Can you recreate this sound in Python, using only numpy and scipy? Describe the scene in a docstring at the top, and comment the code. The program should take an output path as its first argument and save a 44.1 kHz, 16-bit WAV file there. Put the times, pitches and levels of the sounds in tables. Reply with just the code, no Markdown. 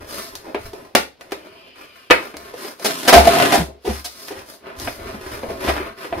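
"""Paper slides and crinkles under hands as a cardboard parcel is turned on a bed in a small bedroom.
Stiff panels buckle with sharp snaps and a hollow ring; bumps on the bed boom at the lowest room mode.
A thin hiss passes, then one long rip runs in jerks, its breaking fibres making the box sing.
More handling follows. The room echoes briefly over faint steady noise; peaks past full scale clip."""
import sys
import numpy as np
from scipy import signal
from scipy.fft import rfft, irfft, next_fast_len
from scipy.io import wavfile
from scipy.ndimage import uniform_filter1d

SR = 44100
rng = np.random.default_rng(int(sys.argv[2]) if len(sys.argv) > 2 else 0)


def digitize_waveform(pressure):
    """Quantize a signal to 16-bit integers and store it at the path in sys.argv[1].

    Rows of a 2-D input are taken as channels; values are limited to [-1, 1].
    """
    field = np.atleast_2d(pressure).T
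    bounded = np.clip(field, -1, 1)
    quanta = np.round(bounded * 32767).astype(np.int16)
    wavfile.write(sys.argv[1], SR, quanta)


N = 273420
TIME_S = np.arange(N) / SR
TAPS = 8192
FILTER_HZ = np.fft.rfftfreq(TAPS, 1 / SR)
BOOM_HZ, BOOM_T60_S = 69.4, 0.37  # lowest room mode


def amp(db):
    """Decibels to gain."""
    return 10 ** (np.asarray(db) / 20)


def unit_rms(x):
    """Scales to rms 1."""
    return x / np.sqrt(np.mean(x ** 2) + 1e-20)


def curve_at(points, hz):
    """Interpolates a table on a log-frequency axis."""
    point_hz, values = np.transpose(points)
    return np.interp(np.log(hz + 1), np.log(point_hz), values)


def add(mix, start_s, sound):
    """Mixes a sound in at start_s."""
    part = mix[max(round(start_s * SR), 0):][:len(sound)]
    part += sound[:len(part)]


def colour(spectrum, modes):
    """Gain curve: a smooth spectrum lifted by modes (centre in Hz, width in Hz, lift in dB)."""
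    gain = amp(curve_at(spectrum, FILTER_HZ))
    for hz, width_hz, lift_db in modes:
        bell = 1 / (1 + (2 * (FILTER_HZ - hz) / width_hz) ** 2)
        gain = gain * np.sqrt(1 + (amp(lift_db) ** 2 - 1) * bell)
    return gain


def causal_phase(gain):
    """Minimum-phase factor: the filter starts at once and rings afterwards."""
    log_gain = np.log(np.maximum(gain / gain.max(), 1e-5))
    mirrored = np.concatenate([log_gain, log_gain[-2:0:-1]])
    return np.exp(-1j * signal.hilbert(mirrored).imag[:len(gain)])


def whiten(x):
    """Gives clicks or echoes equal power in every band and energy near 1."""
    spectrum = rfft(x, SR)
    power = uniform_filter1d(abs(spectrum) ** 2, 300, axis=-1)
    return irfft(spectrum / np.sqrt(power + 1e-12))[..., :x.shape[-1]]


def grains(count, per_s, spread_db, hiss):
    """Tiny fibre breaks of very unequal size over a smooth friction hiss."""
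    sizes = amp(spread_db * np.minimum(rng.exponential(1, count), 4))
    breaks = sizes * rng.choice([-1, 1], count) * (rng.random(count) < per_s / SR)
    return unit_rms(unit_rms(breaks) + hiss * rng.standard_normal(count))


# Cross-fades between the four bands. Each pair: start in Hz, end in Hz.
CROSSFADES_HZ = [105, 150, 850, 1150, 2500, 5200]


def bands(gain):
    """Splits a gain curve into bump, panel, crinkle and fizz bands, each of power 1."""
    shares = np.repeat(np.eye(4), 2, axis=1)[:, 1:-1]
    return np.array([unit_rms(gain * np.interp(FILTER_HZ, CROSSFADES_HZ, share)) for share in shares])


def friction(drive, gain, band_levels, catch_db, catch_s):
    """Grains ring the sheet under a motion that keeps catching and slipping."""
    knots_s = np.arange(0, TIME_S[-1] + catch_s, catch_s)
    grip = amp(catch_db * np.interp(TIME_S, knots_s, rng.standard_normal(len(knots_s))))
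    lead = TAPS // 8
    kernels = np.roll(irfft(bands(gain) * causal_phase(gain)), lead, axis=1)
    parts = signal.oaconvolve(unit_rms(drive * grip)[None], kernels, axes=1)[:, lead:lead + N]
    return (band_levels * parts).sum(0)


def stroke_db(t, start_s, swell_s, ease_s):
    """Level of one stroke: it touches, speeds up, slows down and lets go."""
    touch_db_per_s, lift_db_per_s = 520, 280
    peak_s = start_s + swell_s
    end_s = peak_s + ease_s
    speed_db = np.interp(t, [start_s, peak_s, end_s], [-7, 0, -8.5])
    touch_db = touch_db_per_s * np.minimum(t - start_s, 0)
    lift_db = lift_db_per_s * np.minimum(end_s - t, 0)
    return speed_db + touch_db + lift_db


# Rubbed paper. Each row: frequency in Hz, relative density in dB.
PAPER_SPECTRUM = [(40, -19.5), (110, -15), (160, -8), (250, -3.5), (380, -.5), (700, -3.5), (820, -7),
                  (1020, -.5), (1500, -5.5), (2400, -9.5), (3200, -16), (5000, -16.5), (7500, -27),
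                  (11000, -22.5), (15500, -31)]
# A hand or flap slides. Each row: start, swell, ease in seconds; bump, panel, crinkle, fizz in relative dB.
PAPER_STROKES = [(0, .01, .11, -43, -39, -42, -49), (.09, .1, .09, -50, -34, -34, -31.5),
                 (.3, .03, .12, -50, -41, -43, -47), (.45, .05, .06, -52, -33, -43, -51),
                 (.59, .08, .03, -37, -39, -42, -43), (.73, .02, .15, -53, -38, -45, -51),
                 (1.2, .22, .27, -61, -43, -48, -56), (1.76, .06, .07, -61, -44, -42, -49),
                 (1.91, .06, .12, -68, -55, -47, -53), (2.18, .05, .08, -56, -34, -35, -42),
                 (2.36, .1, .12, -53, -39, -41, -46), (2.58, .07, .07, -82, -34, -34, -35),
                 (2.795, .04, .03, -78, -37, -37, -37), (3.67, .02, .06, -46, -38, -58, -74),
                 (3.86, .09, .06, -45, -41, -35, -34), (4.1, .18, .03, -66, -45, -43, -38),
                 (4.33, .06, .03, -45, -36, -36, -42), (4.47, .035, .05, -62, -41, -45, -40),
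                 (4.64, .03, .11, -54, -34, -37, -54), (4.785, .04, .14, -35, -35, -36, -34),
                 (4.98, .1, .15, -38, -33, -36, -44), (5.22, .12, .08, -40, -32, -34, -39),
                 (5.42, .08, .1, -37, -27.5, -38, -43), (5.61, .08, .05, -40, -21, -24, -31),
                 (5.74, .02, .13, -35, -27, -27, -41), (5.98, .07, .05, -60, -36, -34, -42),
                 (6.12, .07, .04, -37, -26, -34, -44)]


def handling():
    """Paper rubs on paper and on hands; overlapping strokes add in power."""
    drive = grains(N, per_s=1000, spread_db=4.4, hiss=0.85)
    gain = colour(PAPER_SPECTRUM, [(BOOM_HZ, 18, 7), (385, 80, 3), (540, 70, 3), (670, 70, 3)])
    steps_s, power = TIME_S[::100], 0
    for start_s, swell_s, ease_s, *bands_db in PAPER_STROKES:
        envelope_db = stroke_db(steps_s, start_s, swell_s, ease_s)
        power = power + amp(np.add.outer(bands_db, envelope_db)) ** 2
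    levels = np.array([np.interp(TIME_S, steps_s, np.sqrt(band)) for band in power])
    return amp(-0.6) * friction(drive, gain, levels, catch_db=.8, catch_s=0.013)


# Room noise. Each row: frequency in Hz, relative density in dB.
AIR_SPECTRUM = [(30, -22), (70, -2), (130, -6.5), (370, -1), (700, -4), (1000, -14), (2500, -12),
                (5000, -15), (7500, -34), (15500, -36)]


def air():
    """Faint steady room noise, half its power common to both channels."""
    gain = amp(curve_at(AIR_SPECTRUM, np.fft.rfftfreq(N, 1 / SR)))
    left, right, shared = irfft(rfft(rng.standard_normal((3, N))) * gain, N)
    return amp(-57) * unit_rms(np.array([left, right]) + shared)


# Struck cardboard. Each row: frequency in Hz, relative density in dB.
CARD_SPECTRUM = [(40, -15.5), (130, -15), (260, -2), (500, -0.5), (720, 1.5), (1100, -4), (1500, -4),
                 (2400, -5), (3200, -11), (5500, -16.5), (7500, -25), (10500, -23), (15500, -31.5)]


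def strike(drive, mode, levels_db, panel_lift_db, bump_re_panel_db):
    """A short force rings a cardboard panel; its bass follows the panel level."""
    ring_db, crinkle_db, fizz_db = levels_db
    panel_db = (ring_db + crinkle_db) / 2 + panel_lift_db
    band_levels = amp([panel_db + bump_re_panel_db, panel_db, crinkle_db, fizz_db])
    gain = band_levels @ bands(colour(CARD_SPECTRUM, [mode]))
    return signal.fftconvolve(drive, irfft(gain * causal_phase(gain)))


# Buckles and taps. Each row: start in seconds, ring in Hz; ring, crinkle, fizz in relative dB.
PANEL_SNAPS = [(.354, 370, -47, -44, -34), (.546, 400, -16, -27.5, -45), (.733, 396, -31, -46, -47),
               (.951, 577, -8.5, -11, -14.5), (1.21, 700, -39, -42, -46), (1.31, 400, -50, -47, -51),
               (1.32, 400, -23, -29.5, -35), (2.101, 820, -18, -17, -37), (2.108, 500, -8, -4, -21),
               (2.341, 297, -34, -41, -58), (2.369, 323, -42, -44, -39), (2.539, 503, -28, -44, -50),
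               (2.647, 410, -31, -42, -45), (2.797, 557, -38, -47, -44), (3.254, 678, -15, -25, -30),
               (3.273, 670, -1, -30, -25), (3.369, 712, -13, -26, -40), (3.4, 596, -20, -20, -27),
               (3.523, 690, -24, -20, -25), (3.875, 386, -12, -39, -48), (4.284, 623, -48, -37, -39),
               (4.799, 445, -46, -52, -35), (4.874, 672, -26, -27, -50), (5.144, 222, -27, -50, -62),
               (5.431, 520, -18.5, -39, -65), (5.498, 483, -27, -39, -55), (5.517, 560, -27, -47, -51),
               (5.801, 384, -22, -51, -60), (6.045, 497, -29, -35, -54), (6.125, 674, -15.5, -32, -59)]


def snaps():
    """A panel flips and its crease crumples; the quicker the flip, the cleaner the crack."""
    out, t = np.zeros(N), np.arange(TAPS // 2) / SR
    for start_s, hz, *levels_db in PANEL_SNAPS:
        ring_db, _, fizz_db = levels_db
        crumple_s = max(.0018 + .0001 * (ring_db - fizz_db), .0008)
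        drive = grains(len(t), per_s=8000, spread_db=3.0, hiss=0.69) * np.exp(-t / crumple_s)
        drive /= np.linalg.norm(drive)
        drive[0] += 2.1 * np.exp(-crumple_s / 0.0023)  # the clean crack
        snap = strike(whiten(drive), (hz, 140, 2), levels_db, panel_lift_db=-.7, bump_re_panel_db=-32)
        add(out, start_s, snap)
    return amp(30.0) * out


def sing(t, hz, waver_db, drift_rad, step_s):
    """One mode kept going by uneven pushes: its strength and phase wander."""
    knots_s = np.arange(0, t[-1] + step_s, step_s)
    push, shift = rng.standard_normal((len(knots_s), 2)).T
    phase = 2 * np.pi * hz * t + np.interp(t, knots_s, drift_rad * np.cumsum(shift))
    return amp(waver_db * np.interp(t, knots_s, push)) * np.sin(phase)


def box_rings():
    """The hollow note of the cardboard under each snap, each jerk and the running tear."""
    out, t = np.zeros(N), np.arange(TAPS) / SR
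    rise_s, t60_s = 0.0014, 0.082
    blows = [(start_s, .004, hz, db) for start_s, hz, db, *_ in PANEL_SNAPS]
    for start_s, length_s, hz, db, *_ in blows + list(TEAR_JERKS):
        envelope = (1 - np.exp(-t / rise_s)) * amp(db - 60 * np.maximum(t - length_s, 0) / t60_s)
        add(out, start_s, envelope * sing(t, hz, waver_db=2.5, drift_rad=0.42, step_s=0.00388))
    pull = pull_db()
    tear_level = amp(-21 + pull + np.minimum(pull + 4, 0))  # sings only under a hard pull
    return out + tear_level * sing(TIME_S, hz=690, waver_db=3, drift_rad=0.8, step_s=.006)


# The parcel bumps the bed. Each row: start in seconds, relative level in dB.
BED_BUMPS = [(.56, -37), (.96, -36), (1.32, -52), (2.112, -33), (2.355, -42), (3.158, -5.5), (3.584, -20),
             (3.886, -18.5), (5.675, -18)]


def thuds():
    """Each bump sets the lowest room mode booming."""
    out, t = np.zeros(N), np.arange(SR) / SR
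    envelope = (1 - np.exp(-t / .008)) * amp(-60 * t / BOOM_T60_S)
    boom = envelope * np.sin(2 * np.pi * BOOM_HZ * t)
    for start_s, db in BED_BUMPS:
        add(out, start_s, amp(db) * boom)
    return out


# Thin hiss. Each row: frequency in Hz, relative density in dB.
HISS_SPECTRUM = [(300, -14), (1500, -4), (4900, -4), (5800, -19), (15500, -31)]
# Its resonances. Each row: centre in Hz, width in Hz, lift in dB.
HISS_MODES = [(2420, 200, 16), (3000, 320, 15), (4900, 500, 11)]
# Its envelope: start, swell, ease in seconds; relative level in dB.
HISS_SWELL = (1.4, .28, .6, -47.5)


def thin_hiss():
    """A faint hiss with a few narrow resonances swells and fades like a slow stroke."""
    *timing_s, db = HISS_SWELL
    gain = colour(HISS_SPECTRUM, HISS_MODES)
    hiss = signal.oaconvolve(rng.standard_normal(N), irfft(gain * causal_phase(gain)))[:N]
    return amp(db + stroke_db(TIME_S, *timing_s)) * unit_rms(hiss)


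# Fibre bursts. Each row: start, length in seconds; ring in Hz; ring, crinkle, fizz in relative dB.
TEAR_JERKS = [(2.843, .031, 397, -23, -22, -18), (3.074, .028, 544, -19, -10.5, -12),
              (3.124, .033, 645, -6, -8, -12), (3.158, .034, 687, -5, -14, -16.5),
              (3.52, .046, 683, -17, -22, -22), (3.575, .019, 230, -20, -38, -34),
              (3.6, .021, 165, -18, -42, -46), (3.845, .041, 382, -28, -36, -38),
              (3.886, .027, 211, -24, -33, -38), (4.042, .027, 700, -48, -36, -26.5),
              (4.303, .03, 398, -33, -39, -44), (5.672, .036, 647, -25, -22, -35.5)]


def jerks():
    """A run of fibres gives way at once as the tear leaps ahead, or a flap scrapes free."""
    out = np.zeros(N)
    for start_s, length_s, hz, *levels_db in TEAR_JERKS:
        count = int(length_s * SR)
        burst = grains(count, per_s=4000, spread_db=3.0, hiss=0.46) * signal.windows.tukey(count, .4)
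        drive = unit_rms(whiten(burst))
        add(out, start_s, strike(drive, (hz, 100, 4), levels_db, panel_lift_db=4, bump_re_panel_db=-28))
    return amp(-0.9) * out


# Pull as the tear starts, then as it runs. Each row: time in seconds, relative crackle level in dB.
PULL_ONSET = [(2.88, -28), (2.992, -40), (3.052, -33), (3.06, -28)]
PULL_RUNNING = [(3.22, -27), (3.266, -30), (3.27, -22), (3.398, -22), (3.402, -16), (3.506, -26),
                (3.528, -17), (3.56, -20), (3.65, -44)]


def pull_db():
    """Pull on the tear in dB relative to a hard pull; it fades outside the rip."""
    hard_pull_db, fade_db_per_s = -20, 1000
    times_s, db = np.vstack([PULL_ONSET, PULL_RUNNING]).T
    outside_s = abs(TIME_S - np.clip(TIME_S, times_s[0], times_s[-1]))
    return np.interp(TIME_S, times_s, db) - hard_pull_db - fade_db_per_s * outside_s


# Breaking fibres. Each row: frequency in Hz, relative density in dB.
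FIBRE_SPECTRUM = [(40, -34), (130, -12), (280, -1.5), (430, -5), (520, -6), (900, -10.5), (1600, -12),
                  (2600, -16), (4000, -18.5), (7500, -27), (11000, -26.5), (15500, -35.5)]
# Resonances of the room and hollow box. Each row: centre in Hz, width in Hz, lift in dB.
BOX_MODES = [(69.4, 12, 11), (153, 35, 7), (295, 40, 1.5), (394, 110, 5.5), (675, 70, 12), (1000, 55, 7),
             (1340, 41, 1)]
# Bump, panel, crinkle, fizz of the tear. Each row: relative dB at a hard pull, dB per dB of pull.
TEAR_RESPONSE = [(-38, 1.25), (-16, 1.0), (-16.5, .98), (-24, .5)]


def tearing():
    """The tear front snaps fibres in clumps; a harder pull shakes more of the box and sounds fuller."""
    drive = grains(N, per_s=1150, spread_db=4.5, hiss=.3)
    gain = colour(FIBRE_SPECTRUM, BOX_MODES)
    pull = pull_db()
    levels = np.array([amp(db + growth * pull) for db, growth in TEAR_RESPONSE])
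    return amp(-1.4) * friction(drive, gain, levels, catch_db=2.0, catch_s=0.0053)


# Room decay. Each row: frequency in Hz, T60 in seconds.
ECHO_T60 = [(100, 0.38), (300, 0.26), (1000, 0.23), (4000, 0.25), (14000, 0.23)]
# Echo likeness. Each row: frequency in Hz, left-right correlation.
ECHO_CORRELATION = [(100, 0.2), (350, 0.84), (650, -0.23), (1100, -0.27), (2200, 0.08), (6000, -0.41),
                    (13000, 0.4)]


def echo_pattern(wet_db, treble_wet_db, early_db, early_s):
    """Direct sound, dense early echoes off bed and body, and a short tail."""
    hz, t, (left, other) = signal.stft(rng.standard_normal((2, SR // 2)), SR, nperseg=256)
    correlation = curve_at(ECHO_CORRELATION, hz)[:, None]
    right = correlation * left + np.sqrt(1 - correlation ** 2) * other
    tail = amp(-60 * t / curve_at(ECHO_T60, hz)[:, None])
    early_lift = 1 + amp(early_db) * np.exp(-t / early_s)
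    echoes = signal.istft(np.array([left, right]) * tail * early_lift, SR, nperseg=256)[1]
    wet = amp(curve_at([(800, wet_db), (8000, treble_wet_db)], np.fft.rfftfreq(SR, 1 / SR)))
    response = irfft(1 + wet * rfft(whiten(echoes), SR))
    return whiten(response[:, :SR // 2])


def room(x, **echo_settings):
    """The echo pattern keeps changing as the parcel moves; long waves reach both channels alike."""
    bass_hz, patterns, crossfade_s = 170, 4, .11
    bass = signal.sosfiltfilt(signal.butter(2, bass_hz, fs=SR, output="sos"), x)
    size, echoed = next_fast_len(N + SR // 2, True), 0
    for k in range(patterns):
        distance = abs((TIME_S / crossfade_s - k) % patterns - patterns / 2)
        share = np.cos(np.pi / 2 * np.minimum(distance, 1))
        echoed = echoed + rfft((x - bass) * share, size) * rfft(echo_pattern(**echo_settings), size)
    return bass + irfft(echoed, size)[:, :N]


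def scene():
    """The parcel in the room, a little left of centre."""
    rubbing = handling() + tearing() + thin_hiss()
    rubbed = room(rubbing, wet_db=5.5, treble_wet_db=7.5, early_db=10.5, early_s=0.008)
    cracked = room(snaps() + jerks(), wet_db=7, treble_wet_db=3.5, early_db=0, early_s=0.0079)
    hollow = room(box_rings(), wet_db=-2.5, treble_wet_db=-5.5, early_db=6, early_s=0.012)
    parcel_pan, boom_pan = amp([[-.2], [-.7]]), amp([[1], [-1]])
    return parcel_pan * (rubbed + cracked + hollow) + boom_pan * thuds() + air()


def record(dry):
    """The microphone overloads at full scale; a low-pass then limits the band."""
    lowpass = signal.firwin(511, cutoff=15750, window=("kaiser", 7), fs=SR)
    return signal.oaconvolve(np.clip(dry, -1, 1), lowpass[None], "same")


dry = scene()
out = record(dry)
digitize_waveform(out)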